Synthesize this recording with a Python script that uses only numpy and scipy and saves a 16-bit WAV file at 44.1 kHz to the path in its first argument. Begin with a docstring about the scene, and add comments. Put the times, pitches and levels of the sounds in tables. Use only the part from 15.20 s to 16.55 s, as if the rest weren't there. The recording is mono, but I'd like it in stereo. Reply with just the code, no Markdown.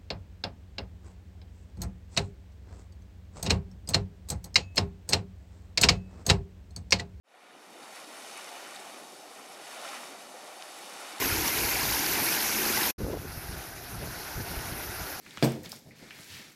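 """Soft, sticky dough kneaded by hand in a plastic bowl, close to a stereo pair on a kitchen table.
Slightly right of centre, the dough squishes with a fine wet crackle and air pockets pop in it,
while the bowl rumbles under the pushes. Once the bowl tips, knocks on the table and skids a little.
Behind it the small room answers, over quiet room tone."""
import sys
import numpy as np
from scipy import signal
from scipy.fft import rfft, irfft
from scipy.io import wavfile

SR = 44100
rng = np.random.default_rng(int(sys.argv[2]) if len(sys.argv) > 2 else 0)


def materialize(psi):
    """Save the field psi as 16-bit PCM at rate SR to the path in sys.argv[1].

    A 1-D psi becomes a single channel; in a 2-D psi each row is a channel.
    """
    bounded = np.clip(np.atleast_2d(psi).T, -1, 1)
    quanta = np.round(bounded * 32767).astype(np.int16)
    wavfile.write(sys.argv[1], SR, quanta)


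N = 59535
T = np.arange(N) / SR
BIN_HZ = np.arange(N // 2 + 1) * SR / N


def from_db(db):
    """Decibels to gain."""
    return 10 ** (np.asarray(db) / 20)


def unit_rms(x):
    """Scale to unit power."""
    return x / np.sqrt(np.mean(x ** 2) + 1e-20)


def at_hz(points, hz):
    """Read a table on a log-frequency axis."""
    f, value = np.transpose(points)
    return np.interp(np.log(hz + 1e-3), np.log(f), value)


def pan(db):
    """Gains at the two microphones; positive dB is to the left."""
    return from_db(np.array([[.5], [-.5]]) * db)


def butter(x, order, hz, kind="low"):
    """Butterworth filter."""
    return signal.sosfilt(signal.butter(order, hz, kind, fs=SR, output="sos"), x + 1e-18)


def band(x, hz, width_hz):
    """A band-pass with fairly steep skirts."""
    low = np.sqrt(hz ** 2 + width_hz ** 2 / 4) - width_hz / 2
    return butter(x, 2, [low, min(low + width_hz, .45 * SR)], "band")


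def colour(x, spectrum):
    """Give a signal a spectrum; unit power."""
    return unit_rms(irfft(rfft(x) * from_db(at_hz(spectrum, BIN_HZ)), N))


def burst(s, decay_s):
    """Sudden start, exponential decay."""
    return (T >= s) * np.exp(-np.abs(T - s) / decay_s)


def swell(s, rise_s, fall_s):
    """Exponential rise to a peak and fall from it."""
    return np.exp(-np.abs(T - s) / np.where(T < s, rise_s, fall_s))


# likeness of diffuse sound at the two microphones: f/Hz, correlation
MIC_LIKENESS = [(100, 0.93), (260, 0.96), (520, 0.76), (1100, 0.053), (3000, 0.023), (12000, 0.02)]
def noise(spectrum):
    """Coloured stereo noise, alike at both microphones in the bass only."""
    mid, side = rfft(rng.standard_normal((2, N)))
    alike = at_hz(MIC_LIKENESS, BIN_HZ)
    pair = np.sqrt(1 + alike) * mid + np.sqrt(1 - alike) * side * [[1], [-1]]
    return unit_rms(irfft(pair * from_db(at_hz(spectrum, BIN_HZ)), N))


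# spectrum of the quiet kitchen: f/Hz, relative level/dB
ROOM_TONE_SPECTRUM = [(25, -27), (60, 1), (140, 9.5), (400, 11), (1000, -45), (2200, -19), (15000, -27)]
def room_tone():
    """A faint, low, steady noise all round the microphones."""
    return from_db(-65.5) * noise(ROOM_TONE_SPECTRUM)


# reverberation of the kitchen: f/Hz, T60/s
ROOM_DECAY = [(120, 0.76), (700, 0.43), (2000, 0.33), (5000, 0.34), (13000, 0.25)]
def kitchen_echo(delay_s=0.0019):
    """The walls' answer: bands of noise, each dying at its own rate; unit energy."""
    white, echo = noise([(20, 0), (20000, 0)]), 0
    edges_hz = np.geomspace(60, 18000, 9)
    for low, high in zip(edges_hz, edges_hz[1:]):
        t60 = at_hz(ROOM_DECAY, np.sqrt(low * high))
        echo = echo + butter(white, 2, [low, high], "band") * from_db(-60 * T / t60)
    return unit_rms(echo * (T > delay_s)) / np.sqrt(N)


def in_room(x, echo, wet_db):
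    """Direct sound at the microphones plus its echo."""
    x = x * np.ones((2, 1))
    return x + from_db(wet_db) * signal.fftconvolve(x, echo, axes=1)[:, :N]


# soft shoves on the table: t/s, level/dB
TABLE_SHOVES = [(0.17, -51), (0.355, -51), (.645, -60), (1.084, -52.5)]
def table_sway(hz=91.8, rise_s=0.04):
    """Each shove rocks the table: a low tone swells and fades."""
    sway = 0
    for s, db in TABLE_SHOVES:
        age = np.maximum(T - s, 0)
        envelope = (age / rise_s * np.exp(1 - age / rise_s)) ** 2
        sway = sway + from_db(db) * envelope * np.sin(2 * np.pi * hz * age)
    return sway


# modes of bowl and table: f/Hz, relative level/dB, T60/s
BOWL_TABLE_MODES = [(133.9, 5.5, 0.29), (158.7, 3, 0.2), (183, -0.5, 0.092), (230.2, 4, 0.22),
                    (303, 6.5, 0.2), (343.2, 3.5, 0.26), (442, -9.5, 0.45), (488.5, -6.5, 0.39),
                    (566.2, -12.5, 0.27), (612, 0, 0.13), (812, -9, 0.063)]
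def bowl_rings(force):
    """The bowl and table answer a force with a decaying sine for each mode."""
    ringing = 0
    for hz, db, t60 in BOWL_TABLE_MODES:
        radius, angle = from_db(-60 / (t60 * SR)), 2 * np.pi * hz / SR
        feedback = [1, -2 * radius * np.cos(angle), radius ** 2]
        ringing = ringing + from_db(db) * signal.lfilter([0, np.sin(angle)], feedback, force + 1e-18)
    return ringing


# the hand presses the dough against the bowl: t/s, level/dB, rise/s, fall/s
HAND_PUSHES = [(0.071, -54.5, 0.013, 0.027), (0.177, -47, 0.0034, 0.0088), (0.456, -46.5, 0.0048, 0.031),
               (0.54, -54, 0.0054, 0.068), (0.665, -48.5, 0.0066, 0.047), (0.828, -47.5, 0.013, 0.028),
               (1.0, -52.5, 0.02, 0.014), (1.197, -54, 0.0058, 0.019)]
# spectrum of the bowl's rumble: f/Hz, relative level/dB
RUMBLE_SPECTRUM = [(40, -29), (90, -12.5), (140, 3.5), (220, 1), (350, -4.5), (600, -7), (1000, -18),
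                   (2500, -54)]
def bowl_rumble(drag_db=-29.5, drag_follows=0.62, ring_db=-6):
    """Dull rumble and faint ring of the bowl under each push and the dragged dough."""
    squeeze_db, _ = squeeze()
    drag = from_db(drag_db + drag_follows * squeeze_db)
    push_power = sum((from_db(db) * swell(s, rise, fall)) ** 2 for s, db, rise, fall in HAND_PUSHES)
    effort = np.sqrt(drag ** 2 + push_power)
    rumble = effort * noise(RUMBLE_SPECTRUM)
    ringing = unit_rms(bowl_rings(effort * rng.standard_normal(N)))
    return rumble + from_db(ring_db) * np.std(rumble) * ringing


# hiss of plastic sliding on the table: f/Hz, relative level/dB
SKID_SPECTRUM = [(300, -18), (1200, -8), (2300, 10.5), (3200, -7), (5000, 6), (9000, -5.5), (12000, -2.5),
                 (15000, -14)]
# squeaks in the slide: f/Hz, width/Hz, level/dB
SKID_SQUEAKS = [(2280, 92, -32), (8210, 140, -34.5), (11670, 790, -34.5)]
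def bowl_skid(echo):
    """The bowl slides briefly after landing: a hiss with thin squeaks in it."""
    rub = from_db(-29) * noise(SKID_SPECTRUM)
    for hz, width_hz, db in SKID_SQUEAKS:
        rub = rub + from_db(db) * unit_rms(band(rng.standard_normal((2, N)), hz, width_hz))
    return in_room(rub * swell(0.2464, rise_s=0.0045, fall_s=0.0083), echo, wet_db=-10)


# the bowl lands and rocks: t/s, thump level/dB, crack level/dB
BOWL_CONTACTS = [(0.2256, -27.5, -18.5), (0.233, -26, -28.5), (.2470, -31, -35.5)]
# the bowl's higher modes, too close to tell apart: f/Hz, relative level/dB
BODY_SPECTRUM = [(30, -42), (70, -46), (110, -25), (250, 6.5), (420, 4), (640, 4.5), (880, -0.5),
                 (1100, -4.5), (1600, -15), (3500, -24)]
# crack of the plastic: f/Hz, relative level/dB
CRACK_SPECTRUM = [(40, -27), (110, -8), (650, 9.5), (1150, -2.5), (2200, -2), (3000, -6), (4600, -2),
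                  (6000, -15.5), (9000, -16), (15000, -46)]
def bowl_knock(echo, contact_hz=1070, low_cut_hz=151.5, body_t60_s=0.31):
    """Each contact rings the bowl and table and gives a short plastic crack."""
    blows, cracks = np.zeros(N), 0
    for s, thump_db, crack_db in BOWL_CONTACTS:
        blows[int(s * SR)] -= from_db(thump_db)
        cracks = cracks + from_db(crack_db) * burst(s, decay_s=0.0066)
    force = butter(butter(blows, 1, contact_hz), 4, low_cut_hz, "high")
    thump = in_room(bowl_rings(force), echo, wet_db=-14.5)
    landing_s = BOWL_CONTACTS[0][0]
    body = from_db(-24) * burst(landing_s, body_t60_s / np.log(1000)) * noise(BODY_SPECTRUM)
    return thump + body + in_room(cracks * noise(CRACK_SPECTRUM), echo, wet_db=-1.5)


# where the bowl sits between the microphones: f/Hz, left minus right/dB
BOWL_POSITION = [(150, -2.5), (600, -3.5), (1300, -1.3), (4500, -3.5), (11000, -0.5)]
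def place_bowl(bowl):
    """The bowl is a little louder on the right, by an amount that varies with frequency."""
    return irfft(rfft(bowl) * pan(at_hz(BOWL_POSITION, BIN_HZ)), N)


def dough_sweep(echo, peak_s=1.153, width_s=0.073):
    """A smooth swell of rubbing as the lump is dragged round the bowl's wall."""
    rub = unit_rms(band(rng.standard_normal((2, N)), hz=2830, width_hz=2400))
    envelope = np.exp(-((T - peak_s) / width_s) ** 2)
    return in_room(from_db(-47) * envelope * rub, echo, wet_db=-5)


# air pockets and sticky strands burst: t/s, level/dB, f/Hz, width/Hz, decay/s, left minus right/dB
DOUGH_POPS = [(0.0635, -39, 1900, 1350, 0.0036, -1), (0.1084, -41, 3420, 1490, 0.0015, -14),
              (0.173, -26, 1900, 2160, 0.0011, 7.5), (0.181, -35, 1880, 1500, 0.0011, -18),
              (.3200, -35.5, 8950, 9050, 0.0013, -4), (0.4334, -38.5, 11200, 11400, 0.00084, 10),
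              (0.4464, -40.5, 1570, 3040, 0.003, -1), (0.4588, -36, 3640, 1580, 0.0031, -12),
              (0.492, -40.5, 10100, 8500, 0.0035, -7), (0.5185, -27, 4440, 1930, 0.0016, -9.5),
              (0.5180, -34, 9900, 7000, 0.0013, -11), (0.5269, -43, 870, 720, 0.01, -1),
              (0.5616, -41, 8550, 5000, 0.0017, 2), (0.5893, -40.5, 9600, 5000, 0.001, -4),
              (0.7072, -47.5, 2110, 450, 0.0084, -6), (0.9066, -32, 2460, 1700, 0.0015, 6.5),
              (0.9095, -41.5, 2280, 890, 0.013, 2), (0.988, -45.5, 1940, 1700, 0.0079, 3),
              (1.0326, -42, 3940, 4000, 0.002, -7), (1.043, -40, 6460, 9180, 0.0015, -6),
              (1.1106, -45, 3540, 2800, 0.0015, -6)]
def dough_pops(echo, right_lag_s=0.00013, wet_db=-5.5):
    """Each burst is a snap of noise in its little cavity's resonance; the room answers in that band."""
    direct, to_room = 0, 0
    for s, db, hz, width_hz, decay_s, pan_db in DOUGH_POPS:
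        envelope = burst(s, decay_s)
        size = from_db(db) * pan(pan_db) * np.sqrt(np.mean(envelope ** 2))
        left = unit_rms(band(rng.standard_normal(N) * envelope, hz, width_hz))
        right = np.interp(T - right_lag_s, T, left)
        direct = direct + size * np.array([left, right])
        click = signal.unit_impulse(N, int(s * SR))
        to_room = to_room + size * unit_rms(band(click, hz, width_hz))
    return direct + from_db(wet_db) * signal.fftconvolve(to_room, echo, axes=1)[:, :N]


def dough_crackle(band_snaps_per_s=450, spread_db=1.4):
    """Tiny wet snaps at random moments, in eight pitch regions."""
    crackle = 0
    for hz in np.geomspace(700, 13000, 8):
        size_db = spread_db * np.minimum(rng.exponential(1, N), 4)
        sizes = from_db(size_db) * rng.standard_normal((2, N))
        snapping = rng.random(N) < band_snaps_per_s / SR
        crackle = crackle + band(sizes * snapping, hz, width_hz=hz * .42)
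    return crackle


# how hard the dough is squeezed and torn: t/s, level/dB, treble lift/dB
HAND_SQUEEZE = [(0, -66.5, 9.5), (.055, -53, 0), (.13, -48.5, -3), (.19, -49, -3), (.215, -46.5, -4),
                (.32, -47.5, -6), (0.427, -61.5, 7.5), (0.451, -44, 2), (.48, -49, -7.5), (.50, -54, 10),
                (0.56, -57, 10), (0.59, -61, 3), (.603, -65, 2.5), (.69, -65, 10), (.748, -57.5, -10),
                (0.763, -55.5, 1), (.83, -51, -4), (.89, -50.5, -7), (.99, -50, 4), (1.069, -53, 5),
                (1.15, -47, 4.5), (1.22, -49, -1), (1.30, -52.5, 0), (1.35, -61, 4)]
def squeeze():
    """The working hand's course: level and treble lift in dB at every sample."""
    s, level_db, treble_db = np.transpose(HAND_SQUEEZE)
    return np.interp(T, s, level_db), np.interp(T, s, treble_db)


# spectrum of wet dough at close range: f/Hz, relative level/dB
DOUGH_SPECTRUM = [(200, -32), (600, -9), (1100, -6), (1600, -2), (2200, 2), (2900, -6), (4300, -1.5),
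                  (6000, -7.5), (9500, -11.5), (12000, -12.5), (15500, -19.5)]
def dough_squish(echo, snap_share=0.28, flicker_db=0.5, flicker_hz=43.7, treble_hz=6060):
    """Countless wet snaps over the smooth rub of skin on dough; the level flickers slightly."""
    level_db, treble_db = squeeze()
    flicker = unit_rms(band(rng.standard_normal(N), flicker_hz, flicker_hz * 2))
    snaps = np.sqrt(snap_share) * colour(dough_crackle(), DOUGH_SPECTRUM)
    rub = np.sqrt(1 - snap_share) * noise(DOUGH_SPECTRUM)
    dull = butter(snaps + rub, 1, treble_hz)
    treble = snaps + rub - dull
    squish = from_db(level_db + flicker_db * flicker) * (dull + from_db(treble_db) * treble)
    return in_room(squish, echo, wet_db=-5)


def scene():
    """Bowl and dough, close and slightly to the right, over quiet room tone."""
    echo = kitchen_echo()
    bowl = place_bowl(bowl_knock(echo) + bowl_skid(echo) + bowl_rumble() + table_sway())
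    dough = pan(-2) * (dough_squish(echo) + dough_sweep(echo))
    return bowl + dough + dough_pops(echo) + room_tone()


def record(dry, cutoff_hz=15900):
    """The top of both channels is cut steeply."""
    return signal.sosfilt(signal.ellip(10, .1, 80, cutoff_hz, fs=SR, output="sos"), dry)


dry = scene()
out = record(dry)
materialize(out)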